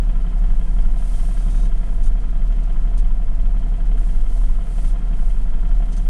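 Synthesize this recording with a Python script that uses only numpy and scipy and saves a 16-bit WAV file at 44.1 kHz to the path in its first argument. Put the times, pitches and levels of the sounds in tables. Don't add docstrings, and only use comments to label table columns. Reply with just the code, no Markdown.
import sys
import numpy as np
from scipy import signal
from scipy.fft import rfft, irfft, next_fast_len
from scipy.io import wavfile
from scipy.ndimage import uniform_filter1d

SR = 44100
rng = np.random.default_rng(int(sys.argv[2]) if len(sys.argv) > 2 else 0)


def transcribe(signal):
    frames = np.atleast_2d(signal).T
    limited = np.clip(frames, -1, 1)
    pcm = np.round(limited * 32767).astype(np.int16)
    wavfile.write(sys.argv[1], SR, pcm)


N = 268569
TIME = np.arange(N) / SR
FFT_SIZE = 2 * next_fast_len(N // 2 + 8192)
HZ = np.fft.rfftfreq(FFT_SIZE, 1 / SR)
CYCLE_HZ, CYLINDERS = 5.758, 6
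BAND_CENTRES_HZ = (700, 1400, 2200, 3100)

# (frequency [Hz], level [dB])
AIR_TONE = [(1500, -13.5), (3000, -2.5), (4000, -4.5), (6000, -3), (7600, -2), (9100, 3.5), (10200, -2),
            (11500, -9.5), (13000, -15.5), (15000, -29)]
# (start [s], level [dB], opening [s], hold [s], closing [s])
AIR_SWELLS = [(.05, -64.3, 0.75, .3, .15), (.955, -55, 0.035, 0.34, 0.52), (1.03, -56.5, 0.13, .03, .22),
              (1.62, -63, .24, .03, 0.33), (3.96, -59, 0.018, 0.084, 0.35), (4.21, -57, 0.13, .01, 0.37),
              (4.48, -55, 0.385, .02, .08), (5.06, -60, 0.19, .01, 0.33), (5.72, -62, 0.25, .15, .2)]
# (start [s], level [dB], length [s], brightness [0-1], sag [dB/s])
AIR_PUFFS = [(1.365, -64, 0.122, .3, 3), (1.496, -55, 0.039, 0.6, 0), (1.543, -54, 0.066, 0.27, 0),
             (1.617, -55.5, 0.045, 0.4, 0), (2.029, -52, 0.018, 0.7, 0), (2.055, -55, 0.025, 0.7, 0),
             (2.52, -52.5, .003, 0, 0), (2.56, -57, .004, .2, 0), (2.632, -55, .005, .2, 0),
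             (2.974, -45.5, 0.024, 0.7, 270), (4.843, -53, 0.06, 0.8, 50), (5.918, -50.5, 0.021, 0.03, 80),
             (5.963, -46.5, 0.023, 0.2, 270)]
# (frequency [Hz], width [Hz], boost [dB])
VALVE_MODES = [(3755, 130, 6), (4600, 100, 3), (5170, 90, 2), (5920, 130, 5), (6230, 220, 6),
               (6860, 150, 5), (8820, 190, 7)]
# (start [s], pitch [Hz], level [dB], length [s])
VALVE_SQUEALS = [(1.335, 3760, -70, .14), (1.36, 4650, -69.5, .1), (1.5, 3768, -68, .165),
                 (1.5, 6905, -71, .165), (1.615, 8820, -64.5, .062), (2.032, 3760, -70, .055),
                 (2.032, 6850, -66, .055), (2.032, 8830, -62, .06), (2.975, 8850, -62.5, .036),
                 (5.924, 6200, -61.5, .018), (5.968, 6200, -58, .022)]
# (frequency [Hz], level [dB])
RUMBLE_TONE = [(8, -38), (16, -1), (21, 0), (26, -6), (35, -3.5), (48, -14.5), (85, -19), (130, -24),
               (172, -17.5), (215, -24), (260, -28), (350, -37), (600, -52.5), (3000, -120)]
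# (place in cycle [0-1], level [dB])
CAB_THUMPS = [(0.131, -8.7), (0.177, -6.8), (0.375, -1.7), (0.467, 2.0), (0.548, -2.0), (0.714, -2.1),
              (0.774, -0.2), (0.922, -0.5)]
# (order [x cycle rate], level [dB])
DRONE_ORDERS = [(5, -44.1), (7, -39.2), (8, -51.1), (9, -44.6), (10, -56.6), (11, -54.6), (12, -46.2),
                (13, -53.9), (16, -50.4), (17, -58.3), (18, -50.9), (19, -59), (20, -51.4), (22, -58.3),
                (24, -49.0), (25, -55.1), (27, -47.3), (28, -53.9), (29, -50.6), (30, -45.9), (31, -55.3),
                (33, -50.9), (34, -58), (35, -57.2), (36, -60), (42, -52), (48, -65), (51, -65),
                (54, -58.6), (59, -68)]
# (time [s], level [dB])
BOOM_RIDE = [(0, 0.5), (.5, 0.8), (.8, 1), (1.05, -0.5), (1.4, 0.5), (1.62, 2.5), (1.85, -0.5),
             (2.25, -0.5), (2.65, 1.3), (3.15, -1.5), (3.35, 0), (4.3, -0.5), (4.6, -2), (4.85, 0.7),
             (5.4, -1.5), (5.9, 0)]
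# (order [x cycle rate], level [dB])
LOPE_ORDERS = [(3, 0.5), (4, -7)]
# (frequency [Hz], level [dB], beat crest [s])
UNBALANCED_PARTS = [(16.4, -6.5, .86), (20.04, -10.5, .21), (20.51, -9.5, .23)]
# (time [s], level [dB])
THROB_RIDE = [(0.06, 2), (0.3, -1.5), (0.41, 3.7), (0.66, -1.3), (0.77, 2), (1.04, -1), (1.12, -0.2),
              (1.2, -2), (1.28, -0.5), (1.36, -0.7), (1.62, 3.5), (1.89, -3.5), (2.12, 3), (2.25, -3.5),
              (2.52, 3), (2.75, -1.5), (2.98, 3), (3.28, -3.5), (3.51, 2.5), (3.63, -2), (3.71, 0.5),
              (3.79, -1.1), (3.91, 3.5), (4.29, -2), (4.4, 3.5), (4.68, -3.5), (4.9, 2.2), (5.0, -3.5),
              (5.1, 0.8), (5.19, -4), (5.28, 2), (5.53, -4), (5.77, 3.9), (5.89, -1.5), (6.04, -0.2)]
# (place in cycle [0-1], level [dB])
FLOOR_THUDS = [(.004, 0), (.32, -5), (.505, -8.5), (0.676, -1.5), (.905, -5)]
# (frequency [Hz], level [dB], decay [s])
FLOOR_MODES = [(306, -2, 0.0096), (366, -3.5, .009), (441, -3, 0.0087)]
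# (place in cycle [0-1], block [dB], covers [dB], clatter [dB], tick [dB])
BLOWS = [(.014, 4, .5, -5, -5), (.128, -3, 0, 0, 2), (.329, 4, 3.5, -6, -4), (.46, 4.5, 3.5, 5, 6.5),
         (.696, 3, -4, -4, -9), (.81, -.5, 6.5, 2, 3.5), (.507, -4, -8, -1, 2), (.64, -15, -12, -7, -.5),
         (.853, -9, -4, 0, 0), (.93, -12, -4, -12, -12)]
# (time [s], block boost [dB], cover boost [dB])
HARD_KNOCKS = [(.1, 0, 1.5), (.157, 0, 2), (.248, 0, 2.5), (.443, 5, 2), (.506, 0, 2.5), (.769, 0, 3.5),
               (.79, 3, 1), (.944, 3.5, 0), (1.007, 4, 0), (1.199, 3.5, 2.5), (1.237, 3, .5),
               (1.292, 4.5, 0), (1.411, 0, 3.5), (1.463, 3.5, 0), (1.659, 3.5, 0), (1.875, 5.5, 1),
               (2.396, 4, 0), (2.799, 3, 0), (2.917, 6, 0), (3.202, 5, 0), (3.668, 3, 1), (3.787, 2.5, 0),
               (3.978, 4, 1.5), (4.377, 3.5, 1), (4.417, 3.5, 0), (4.593, 4, 0), (4.785, 2, 0),
               (4.848, 0, 3.5), (5.228, 3.5, 1), (5.632, 0, 5.5), (5.69, 0, 3), (5.807, 5.5, 0),
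               (5.829, 3, 1)]
# (frequency [Hz], level [dB], time to crest [s])
PING_MODES = [(690, -51.5, .0075), (1022, -60, .0065), (1270, -64.5, .007), (1368, -61.5, .007),
              (1638, -63, .007), (1990, -69.5, .006), (2115, -69.5, .006), (2505, -71.5, .006),
              (3060, -67, .006), (3225, -66.5, .006)]
# (frequency [Hz], level [dB])
FIREWALL_TONE = [(120, -22), (230, 5), (330, -3), (580, -9), (850, -9), (1500, -15.5), (2400, -17.5),
                 (3350, -22), (3900, -23.5), (5500, -27), (7500, -27), (8900, -25), (10200, -30),
                 (15000, -56.5)]
# (frequency [Hz], width [Hz], boost [dB])
PANEL_MODES = [(437, 30, 5.3), (499, 87, 5.9), (684, 105, 9), (795, 56, 3.7), (1008, 124, 5.7),
               (1261, 53, 6.0), (1369, 98, 7.3), (1485, 40, 3.5), (1626, 75, 5.9), (1802, 160, 2.8),
               (1968, 110, 4.6), (2135, 77, 4.4), (2508, 44, 4.8), (2717, 122, 3.6), (3058, 160, 4.0),
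               (3227, 140, 5.7)]
# (time [s], level [dB])
LOAD_RIDE = [(0, 0), (1.1, -0.05), (1.55, 0.4), (2.2, -1), (2.7, 0), (3.3, -1.8), (3.7, -0.3), (4.4, -1),
             (4.95, 0.3), (5.45, -0.9), (5.8, .5), (6.09, -1.5)]


def amp(db):
    return 10 ** (np.asarray(db) / 20)


def unit_rms(x):
    return x / np.sqrt(np.mean(x ** 2) + 1e-20)


def ride_db(points):
    return np.interp(TIME, *np.transpose(points))


def eq_curve(points):
    hz, db = np.transpose(points)
    return np.interp(np.log(HZ + 1), np.log(hz), db)


def resonances(modes):
    return sum(db / (1 + (2 * (HZ - hz) / width) ** 2) for hz, width, db in modes)


def colour(x, curve_db):
    cepstrum = irfft(np.log(amp(curve_db)))
    cepstrum[1:FFT_SIZE // 2] *= 2
    cepstrum[FFT_SIZE // 2 + 1:] = 0
    return irfft(rfft(x, FFT_SIZE) * np.exp(rfft(cepstrum)))[:N]


def wander(rate_hz):
    knots = np.arange(0, TIME[-1] + 1, 1 / rate_hz)
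    return unit_rms(np.interp(TIME, knots, rng.standard_normal(4096)[:len(knots)]))


def strike(age, rise_s, decay_s):
    return (1 - np.exp(-age / rise_s)) * np.exp(-age / decay_s)


def last_hit(cycles, place):
    since = cycles - place + 2
    return since.astype(int), since % 1 / CYCLE_HZ


def soft_knock(start_s=3.936, hz=448, level_db=-37.5):
    age = np.maximum(TIME - start_s, 0)
    return 2 * amp(level_db) * strike(age, rise_s=.0093, decay_s=.02) * np.sin(2 * np.pi * hz * age)


def valve_opening(start_s, rise_s, hold_s, fall_s):
    corners = start_s + np.cumsum([0, rise_s, hold_s, fall_s])
    return np.sin(np.pi / 2 * np.interp(TIME, corners, [0, 1, 1, 0])) ** 2


def air_hiss(gain_db=.74, leak_db=-73, flutter_db=1):
    swells = sum((amp(db) * valve_opening(start, *times)) ** 2 for start, db, *times in AIR_SWELLS)
    flow = np.sqrt(amp(leak_db) ** 2 + swells) * amp(gain_db + flutter_db * wander(260))
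    return flow * unit_rms(colour(rng.standard_normal(N), eq_curve(AIR_TONE)))


def air_squeals(waver_hz=28, edge_s=.008, flutter_db=3.5):
    out = np.zeros(N)
    for start, hz, db, length in VALVE_SQUEALS:
        phase = 2 * np.pi * np.cumsum(hz + waver_hz * wander(300)) / SR
        gate = valve_opening(start, edge_s, length - edge_s, edge_s)
        out += amp(db + flutter_db * wander(200)) * gate * np.sin(phase)
    return np.sqrt(2) * out


def air_puffs(rise_s=.0034, fall_s=.0075, sputter_db=1.1, tilts_db_per_octave=(-17, 1)):
    flows = np.zeros((2, N))
    for start, db, length, bright, sag in AIR_PUFFS:
        age = np.maximum(TIME - start, 0)
        attack = 1 - np.exp(-age / rise_s)
        release = np.exp(-np.maximum(age - length, 0) / fall_s)
        spurt = amp(db - sag * np.minimum(age, length)) * attack * release
        flows += np.sqrt([[1 - bright], [bright]]) * spurt
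    jets = flows * amp(sputter_db * wander(300)) * rng.standard_normal((2, N))
    valve_db = eq_curve(AIR_TONE) + resonances(VALVE_MODES)
    top_octaves = np.log2(np.maximum(HZ / 6200, 1))
    tones = [valve_db + tilt * top_octaves for tilt in tilts_db_per_octave]
    return sum(colour(jet, tone) / np.sqrt(np.mean(amp(tone) ** 2)) for jet, tone in zip(jets, tones))


def loose_trim(cycles, ticks_per_s=110, spread_db=2.5, decay_s=.0067, fizz=.71, place=.16):
    shaken = (1 + np.cos(4 * np.pi * (cycles - place))) ** 2 / 1.5
    hits = rng.random(N) < shaken * ticks_per_s / SR
    sizes = amp(spread_db * np.minimum(rng.exponential(1, N), 4) - 7)
    power = signal.lfilter([1], [1, -np.exp(-2 / (decay_s * SR))], (hits * sizes) ** 2)
    return unit_rms(np.sqrt(power + fizz ** 2) * rng.standard_normal(N))


def cab_rumble(cycles, level_db=-32, thump_s=.011, pulse_depth=.25):
    thumps = np.zeros(N)
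    for place, db in CAB_THUMPS:
        offset_s = ((cycles - place + .5) % 1 - .5) / CYCLE_HZ
        thumps += amp(db) * np.exp(-(offset_s / thump_s) ** 2)
    stir = (1 - pulse_depth + pulse_depth * unit_rms(thumps)) * rng.standard_normal(N)
    return amp(level_db) * unit_rms(colour(stir, eq_curve(RUMBLE_TONE)))


def cab_drone(cycles, gain_db=.1, waver_db=.67):
    places, thump_db = np.transpose(CAB_THUMPS)
    out = np.zeros(N)
    for order, db in DRONE_ORDERS:
        push = np.sum(amp(thump_db) * np.exp(-2j * np.pi * order * places))
        out += amp(db) * np.cos(2 * np.pi * order * cycles + np.angle(push))
    return np.sqrt(2) * out * amp(gain_db + waver_db * wander(25))


def engine_shake(cycles, lope_db=-19.5, throb_db=-17, hardest_place=.9262):
    phase = 2 * np.pi * (cycles - hardest_place)
    lope = sum(amp(db) * np.cos(order * phase) for order, db in LOPE_ORDERS)
    main_order = LOPE_ORDERS[0][0]
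    for hz, db, crest in UNBALANCED_PARTS:
        drift = 2 * np.pi * (hz - main_order * CYCLE_HZ) * (TIME - crest)
        lope += amp(db) * np.cos(main_order * phase + drift)
    swell_db = uniform_filter1d(ride_db(THROB_RIDE), size=2000)
    throb = amp(throb_db + swell_db) * np.cos(CYLINDERS * phase)
    return -np.sqrt(2) * (amp(lope_db) * lope + throb)


def floor_thuds(cycles, level_db=-47, rise_s=.003, scatter_db=2):
    out = np.zeros(N)
    for place, db in FLOOR_THUDS:
        count, age = last_hit(cycles, place)
        size = amp(db + scatter_db * rng.standard_normal(64))[count]
        for hz, mode_db, decay_s in FLOOR_MODES:
            out += size * amp(mode_db) * strike(age, rise_s, decay_s) * np.sin(2 * np.pi * hz * age)
    return amp(level_db) * out


def accents(hz, width_s=.02, block_top_hz=1100):
    column = 1 if hz < block_top_hz else 2
    times = TIME[::64]
    boost_db = sum(row[column] * np.exp(-((times - row[0]) / width_s) ** 2) for row in HARD_KNOCKS)
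    return unit_rms(amp(np.interp(TIME, times, boost_db)))


def block_pings(cycles, scatter_db=1.2, detune=.005, ring_s=.05):
    out = np.zeros(N)
    mode_accents = [accents(hz) for hz, _, _ in PING_MODES]
    for place, *bands_db in BLOWS:
        count, age = last_hit(cycles, place)
        ringing = age < ring_s
        count, age = count[ringing], age[ringing]
        for (hz, db, crest), accent in zip(PING_MODES, mode_accents):
            size, pitch, phase = rng.standard_normal((3, 64))[:, count]
            blow_db = np.interp(hz, BAND_CENTRES_HZ, bands_db)
            envelope = (age / crest * np.exp(1 - age / crest)) ** 2
            ring = np.cos(2 * np.pi * (hz * (1 + detune * pitch) * age + phase))
            out[ringing] += amp(db + blow_db + scatter_db * size) * accent[ringing] * envelope * ring
    return np.sqrt(2) * out


def knock_band(cycles, band, rise_s, decay_s, churn_db, repeat=.35, scatter_db=1):
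    power = np.zeros(N)
    for place, *bands_db in BLOWS:
        count, age = last_hit(cycles, place)
        strength = amp(bands_db[band] + scatter_db * rng.standard_normal(64))[count]
        power += (strength * strike(age, rise_s, decay_s)) ** 2
    pattern = rng.standard_normal(round(SR / CYCLE_HZ))
    looped = pattern[(cycles * len(pattern)).astype(int) % len(pattern)]
    rattle = np.sqrt(repeat) * looped + np.sqrt(1 - repeat) * rng.standard_normal(N)
    bursts = np.sqrt(power) * accents(BAND_CENTRES_HZ[band]) * rattle
    return unit_rms(bursts + amp(churn_db) * rng.standard_normal(N))


def diesel_clatter(cycles, level_db=-46, crossovers_hz=(875, 1710, 2850, 3600)):
    block = knock_band(cycles, 0, rise_s=.002, decay_s=.014, churn_db=3, repeat=.4)
    covers = knock_band(cycles, 1, rise_s=.004, decay_s=.011, churn_db=-5)
    clatter = knock_band(cycles, 2, rise_s=.004, decay_s=.011, churn_db=-4.5)
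    ticks = knock_band(cycles, 3, rise_s=.003, decay_s=.009, churn_db=-4.5)
    layers = (block, covers, clatter, ticks, loose_trim(cycles))
    low, mid, upper, high = (1 / (1 + (HZ / hz) ** 10) for hz in crossovers_hz)
    shares = (low, mid - low, upper - mid, high - upper, 1 - high)
    drive = irfft(sum(rfft(x, FFT_SIZE) * np.sqrt(abs(share)) for x, share in zip(layers, shares)))[:N]
    return amp(level_db) * unit_rms(colour(drive, eq_curve(FIREWALL_TONE) + resonances(PANEL_MODES)))


def scene():
    cycles = CYCLE_HZ * TIME - .054 + .002 * wander(3)
    shake = engine_shake(cycles)
    boom = amp(ride_db(BOOM_RIDE)) * (cab_drone(cycles) + cab_rumble(cycles))
    load = amp(ride_db(LOAD_RIDE))
    knocking = load * (diesel_clatter(cycles) + block_pings(cycles) + floor_thuds(cycles))
    air = air_hiss() + air_puffs() + air_squeals()
    return (shake + boom + knocking + air + soft_knock())[None]


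def record(dry):
    low_pass = signal.firwin(511, cutoff=15700, window=("kaiser", 9), fs=SR)
    return signal.oaconvolve(dry, low_pass[None], "same")


dry = scene()
out = record(dry)
transcribe(out)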